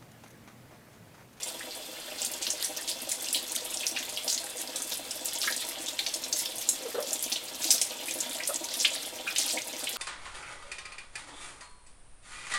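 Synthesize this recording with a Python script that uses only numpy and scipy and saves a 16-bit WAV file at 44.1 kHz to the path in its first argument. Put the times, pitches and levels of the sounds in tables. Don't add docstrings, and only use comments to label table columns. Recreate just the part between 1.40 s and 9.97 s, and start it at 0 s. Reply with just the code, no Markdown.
import sys
import numpy as np
from scipy import signal
from scipy.fft import rfft, irfft, next_fast_len
from scipy.io import wavfile
from scipy.ndimage import uniform_filter1d, map_coordinates

SR = 44100
rng = np.random.default_rng(int(sys.argv[2]) if len(sys.argv) > 2 else 0)


def pcm_store(signal):
    levels = np.round(np.clip(np.atleast_2d(signal), -1, 1) * 32767)
    wavfile.write(sys.argv[1], SR, levels.astype(np.int16).T)


N = 377937
TOP_HZ = 16100

# start in seconds, relative level in dB, pitch in Hz.
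FILM_BURSTS = [(0.0313, -18, 6880), (0.848, -15.5, 8520), (1.0663, -16, 3940), (1.1032, -13, 6900),
               (1.2455, -14.5, 8400), (1.716, -13.5, 7460), (1.928, -12.5, 8950), (2.1523, -18.5, 8700),
               (2.3416, -18, 7360), (2.7733, -21.5, 3510), (2.8785, -15, 5940), (2.9277, -15.5, 7100),
               (2.9773, -17, 4900), (3.359, -17.5, 7100), (3.42, -18.5, 8100), (3.5199, -24.5, 4430),
               (3.7087, -19, 7030), (3.8563, -15, 9000), (4.1242, -18.5, 5460), (4.483, -24.5, 4300),
               (4.5902, -13.5, 3700), (4.6638, -15.5, 4640), (4.7401, -17, 6440), (4.8374, -19.5, 5310),
               (4.9267, -12, 5580), (5.0572, -18.5, 4070), (5.1826, -21, 8700), (5.2892, -6.5, 8700),
               (5.7304, -13, 8420), (5.8255, -14.5, 10700), (6.2427, -18, 5370), (6.3053, -4.5, 5850),
               (6.4146, -8.5, 7070), (6.738, -20, 10600), (7.0748, -12.5, 9620), (7.961, -14.5, 4170),
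               (7.9828, -10.5, 6930)]
# time in seconds, relative splash and spray levels in dB.
RUNOFF_LEVELS = [(0.0, -48.5, -45.5), (0.62, -45, -48.5), (0.93, -43.5, -42.5), (3.48, -46, -43),
                 (4.25, -40, -38), (4.56, -46, -44.5), (7.02, -42.5, -40.5), (7.37, -43, -39.5),
                 (7.83, -42.5, -47), (8.07, -38, -35.5), (8.26, -46.5, -43), (8.57, -34, -40.5)]


def amp(db):
    return 10 ** (np.asarray(db) / 20)


def unit(x):
    return x / np.sqrt(np.mean(x ** 2) + 1e-20)


def add(track, s, sound):
    start = max(round(s * SR), 0)
    part = track[start:start + len(sound)]
    part += sound[:len(part)]


def wobble(rate):
    knots = rng.standard_normal(int(N * rate / SR) + 4)
    return map_coordinates(knots, [np.arange(N) * rate / SR])


def above(x, edge_hz):
    return signal.sosfilt(signal.butter(3, min(edge_hz, TOP_HZ), "highpass", fs=SR, output="sos"), x)


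def filtered(x, response):
    size = next_fast_len(N + SR // 2)
    return irfft(rfft(x, size) * response(np.fft.rfftfreq(size, 1 / SR)), size)[:N]


def coloured(x, spectrum):
    hz, db = np.transpose(spectrum)
    return unit(filtered(x, lambda f: amp(np.interp(np.log(f + 1), np.log(hz), db))))


def resonate(x, modes):
    def response(f):
        return sum(amp(db) * 1j * f * width / (hz * hz - f * f + 1j * f * width)
                   for hz, width, db in modes)
    return unit(filtered(x, response))


def bubbles(starts, hz, sizes, cycles, length):
    t = np.arange(SR // 250) / SR
    age = hz[:, None] * t / cycles
    glide = 1 + np.tanh(age / 2) / 10
    rings = sizes[:, None] * np.exp(-age) * np.sin(2 * np.pi * hz[:, None] * t * glide)
    where = (starts * SR).astype(int)[:, None] + np.arange(len(t))
    return np.bincount(where.ravel(), rings.ravel(), length)[:length]


def in_basin(x, bowl_db=-4, bowl_t60=0.048, room_db=-1.0, room_t60=0.2):
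    t = np.arange(SR // 5) / SR
    decays = amp([-60 * t / bowl_t60, -60 * t / room_t60])
    bowl, room = rng.standard_normal((2, len(t))) * (t > .002) * decays
    response = amp(bowl_db) * bowl / np.linalg.norm(bowl) + amp(room_db) * room / np.linalg.norm(room)
    response[0] = 1
    return signal.fftconvolve(x, response / np.linalg.norm(response))


def tap(hiss_db=-47, valve_db=-51.0, hum_db=-73, hum_hz=119, whistle_hz=3422):
    # frequency in Hz, relative level in dB.
    hiss_eq = [(20, -3), (50, -5.5), (85, -1), (180, -0.5), (500, 7), (1300, -2.5), (3300, 0.5), (5500, -2),
               (8400, 2), (10000, -6.5), (12000, -1), (16000, -14)]
    # centre in Hz, width in Hz, relative level in dB.
    valve_modes = [(2690, 20, -1), (3185, 22, -2), (3470, 90, -2), (4170, 25, -1), (4900, 18, 0),
                   (8500, 150, -9)]
    t = np.arange(N) / SR
    hiss = amp(hiss_db) * coloured(rng.standard_normal(N), hiss_eq)
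    valve = amp(valve_db) * resonate(rng.standard_normal(N), valve_modes)
    whistle_gain = amp(-57.5 + 2.5 * wobble(12))
    whistle = whistle_gain * np.sin(2 * np.pi * np.cumsum(whistle_hz + 7 * wobble(25)) / SR)
    return hiss + valve + whistle + amp(hum_db) * np.sin(2 * np.pi * hum_hz * t)


def gurgle(level_db=-49, flow_db=-54, rate=19, unevenness=.35, swell_s=0.0089, stray=0.32):
    # centre in Hz, width in Hz, relative level in dB.
    hollow_modes = [(255.8, 32, -2), (327, 30, -1), (510, 35, 0), (610, 13, 2.5), (666, 15, -1),
                    (772.7, 70, -2), (946.3, 12, -2.5)]
    # start in seconds, relative level in dB.
    heavy_glugs = [(1.293, -33.5), (2.862, -31.5), (3.588, -34), (6.753, -31.5), (6.886, -40), (7.207, -32),
                   (8.135, -29), (8.158, -27), (8.427, -36)]
    gulps, t = np.zeros(N), np.arange(SR // 12) / SR
    hz, width, mode_db = np.transpose(hollow_modes)[:, :, None]
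    swell = t / swell_s * np.exp(-t / swell_s)
    pause, size = rng.standard_normal((int(rate * (N / SR + 1)), 2)).T
    times = np.cumsum(np.exp(unevenness * pause)) / rate
    light_gulps = zip(times, -38 + 2.5 * size)
    for s, db in [*light_gulps, *heavy_glugs]:
        detune, weight, phase = rng.standard_normal((3, len(hz), 1))
        pitch = hz + stray * width * detune
        tones = amp(mode_db + 4.5 * weight) * np.sin(2 * np.pi * (pitch * t + phase))
        add(gulps, s, amp(db) * unit(swell * tones.sum(axis=0)))
    flow = unit(above(resonate(rng.standard_normal(N), hollow_modes), hollow_modes[0][0]))
    return amp(level_db) * unit(gulps) + amp(flow_db) * flow


def droplets(rate, pitch_hz, octaves, cycles, scatter_db):
    when, spread, weight = rng.random((int(rate * N / SR), 3)).T
    hz = np.minimum(pitch_hz * 2 ** (octaves * (2 * spread - 1)), TOP_HZ)
    sizes = amp(scatter_db * np.minimum(-np.log(1 - weight), 4))
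    drops = bubbles(when * N / SR, hz, sizes, cycles, N)
    out, step = np.zeros(N), SR // 8
    for start in range(0, N, step):
        add(out, start / SR, in_basin(drops[start:start + step]))
    return out


def rubbing(slip_s=0.03, lag_s=0.026):
    t = np.arange(0, N, SR // 200) / SR
    s, db = np.transpose(FILM_BURSTS)[:2, :, None]
    effort = np.sum(amp(db) * np.exp(-((t - s - lag_s) / slip_s) ** 2 / 2), axis=0)
    return unit(np.sqrt(np.interp(np.arange(N) / SR, t, effort)))


def runoff(splash_db=-2.5, spray_db=-0.5, swish_db=-49, flutter_db=2, flicker_db=2.6):
    # frequency in Hz, relative gain in dB.
    splash_eq = [(500, -16.5), (1100, -14.5), (2000, -5.5), (3400, 3.5), (5000, 0), (9000, -1)]
    # frequency in Hz, relative gain in dB.
    spray_eq = [(1200, -45), (3000, -6.5), (4500, -1.5), (8000, 4.5), (11000, 2.5), (16000, -7)]
    s, *levels = np.transpose(RUNOFF_LEVELS)
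    splash_level, spray_level = (np.interp(np.arange(N) / SR, s, level) for level in levels)
    splash = droplets(rate=600, pitch_hz=2327, octaves=1.21, cycles=2.9, scatter_db=3.5)
    spray = droplets(rate=600, pitch_hz=7420, octaves=1.33, cycles=1.57, scatter_db=5.9)
    splash = amp(splash_level + splash_db) * coloured(splash, splash_eq)
    spray_gain = np.hypot(amp(spray_level + spray_db), amp(swish_db) * rubbing())
    spray = spray_gain * amp(flicker_db * wobble(110)) * coloured(spray, spray_eq)
    return amp(flutter_db * wobble(22)) * (splash + spray)


def squelches(trim_db=-11, pace_s=.0015, octaves=0.308, climb=0.63, scatter=0.65, fizz_db=-14, count=20):
    out, length = np.zeros(N), SR // 10
    order = np.arange(count) / count
    starts = pace_s * (order + 2 * order ** 2)
    fizz_decay = np.exp(-np.arange(length) / SR / (pace_s + 0.001))
    for s, db, hz in FILM_BURSTS:
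        contour = climb * unit(order - order.mean()) + scatter * rng.standard_normal(count)
        pitch = np.minimum(hz * 2 ** (octaves * contour), TOP_HZ)
        sizes = np.sqrt(pitch / hz) * np.exp(-0.54 * order) * rng.choice([-1, 1], count)
        burst = unit(bubbles(starts, pitch, sizes, cycles=5.4, length=length))
        fizz = unit(above(rng.standard_normal(length) * fizz_decay, edge_hz=3000))
        squelch = signal.lfilter([.5, .5], 1, above(burst + amp(fizz_db) * fizz, 0.37 * hz))
        add(out, s, amp(db + trim_db) * in_basin(squelch) / np.sqrt(8))
    return out


def showers(rate=11, over_spray_db=18.0, scatter_db=3.5, flung_db=-9, flight_s=.006):
    s, _, spray_level = np.transpose(RUNOFF_LEVELS)
    jitter, weight = rng.random((int(rate * N / SR), 2)).T
    times = (np.arange(len(jitter)) + jitter) / rate
    levels = np.interp(times, s, spray_level) + over_spray_db + scatter_db * unit(weight - weight.mean())
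    flung = [(start + flight_s, db + flung_db) for start, db, _ in FILM_BURSTS]
    return flung + list(zip(times, levels))


def spatters(delay_s=0.0055, fade_s=0.0055, pitch_hz=9500, octaves=0.26, count=14):
    out = np.zeros(N)
    for s, db in showers():
        landing = delay_s * np.r_[0, rng.exponential(size=count - 1)]
        pitch = np.minimum(pitch_hz * 2 ** (octaves * rng.standard_normal(count)), TOP_HZ)
        sizes = np.exp(-landing / fade_s) * rng.exponential(size=count)
        ticks = above(bubbles(landing, pitch, sizes, cycles=3.0, length=SR // 10), edge_hz=3500)
        add(out, s, amp(db) * in_basin(ticks / np.abs(ticks).max()))
    return out


def air_pockets(trim_db=2, ring_s=0.01224, ref_hz=1010, waver_octaves=0.13, slosh_db=-11):
    # start in seconds, relative level in dB, starting pitch in Hz, rise in octaves.
    plops = [(0.205, -38, 1490, .6), (1.231, -41.5, 1790, .1), (1.389, -43, 1710, .2),
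             (1.869, -37, 2670, .08), (2.431, -35, 1875, 0.93), (2.564, -32, 2395, 0.22),
             (2.773, -34, 3000, .2), (4.037, -38, 1105, 0.76), (4.074, -25.5, 1693, .16),
             (5.406, -37.5, 457, .03), (5.451, -33, 457, .03), (5.543, -29, 477, 0.12),
             (5.55, -40, 1360, .1), (5.579, -23.5, 455, .35), (5.958, -29.5, 2640, 0.67),
             (6.681, -36, 1940, 0.52), (7.001, -32, 1780, 0.54), (7.087, -31, 572, 0.15),
             (7.093, -38, 1284, 0.072), (7.447, -18, 2083, 1.17), (7.866, -35, 1413, 0.078),
             (7.875, -28, 2400, 0.075), (8.172, -30.5, 1955, 0.39), (8.47, -30, 2310, 0.56)]
    out, t = np.zeros(N), np.arange(SR // 12) / SR
    freqs = np.fft.rfftfreq(len(t), 1 / SR) + 1
    for s, db, hz, rise in plops:
        age = t / (ring_s * (ref_hz / hz) ** .65)
        waver = unit(uniform_filter1d(rng.standard_normal(len(t)), max(int(SR / hz), 1)))
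        pitch = hz * 2 ** (rise * np.minimum(age, 1) + waver_octaves * waver)
        ring = unit(np.sin(2 * np.pi * np.cumsum(pitch) / SR))
        band = np.exp(-np.log2(freqs / (1.28 * hz)) ** 2 / 2)
        slosh = unit(irfft(band * rfft(rng.standard_normal(len(t))), len(t)))
        envelope = (1 - np.exp(-6 * age)) * np.exp(-age ** 2)
        plop = above(envelope * (ring + amp(slosh_db) * slosh), 0.52 * hz)
        add(out, s, amp(db + trim_db) * in_basin(unit(plop)) / np.pi)
    return out


def strokes(trim_db=3.5, rate=2500, octaves=0.544, scatter_db=9.5):
    # start in seconds, relative level in dB, pitch in Hz, swell time in seconds.
    palm_strokes = [(0.775, -36.5, 6760, 0.023), (1.014, -31, 5140, 0.0098), (1.475, -30, 5800, 0.011),
                    (1.688, -35, 7100, .005), (1.94, -31, 5660, 0.012), (2.389, -35, 5870, 0.013),
                    (2.464, -29.5, 8100, 0.0077), (2.552, -34.5, 3650, 0.014), (2.89, -30.5, 6160, 0.011),
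                    (4.01, -31, 5570, 0.021), (4.205, -36, 4440, 0.0099), (4.96, -29.5, 6900, 0.014),
                    (5.672, -33, 9500, 0.0071), (5.915, -30.5, 5200, 0.0065), (6.204, -35.5, 6370, 0.059),
                    (6.31, -24, 8900, 0.0086), (6.413, -29.5, 4170, 0.0047), (7.294, -36, 5800, 0.018),
                    (7.38, -31.5, 5700, 0.019), (7.982, -30.5, 5740, 0.015), (8.05, -37, 5400, 0.037)]
    out, length = np.zeros(N), SR // 5
    slots = np.linspace(0, length / SR, int(rate * length / SR))
    for s, db, hz, swell_s in palm_strokes:
        jitter, spread, weight = rng.standard_normal((len(slots), 3)).T
        starts = abs(slots + jitter / rate)
        pitch = np.minimum(hz * 2 ** (octaves * spread), TOP_HZ)
        froth = bubbles(starts, pitch, amp(scatter_db * weight), cycles=2.0, length=length)
        slosh = unit(above(froth, 0.52 * hz))
        age = np.arange(length) / SR / swell_s
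        add(out, s, amp(db + trim_db) * in_basin(slosh * age * np.exp(1 - age)))
    return out


def scene():
    return (tap() + gurgle() + runoff() + strokes() + squelches() + air_pockets() + spatters())[None]


def record(dry):
    return filtered(dry[0], lambda hz: 1 / (1 + (hz / TOP_HZ) ** 160))[None]


dry = scene()
out = record(dry)
pcm_store(out)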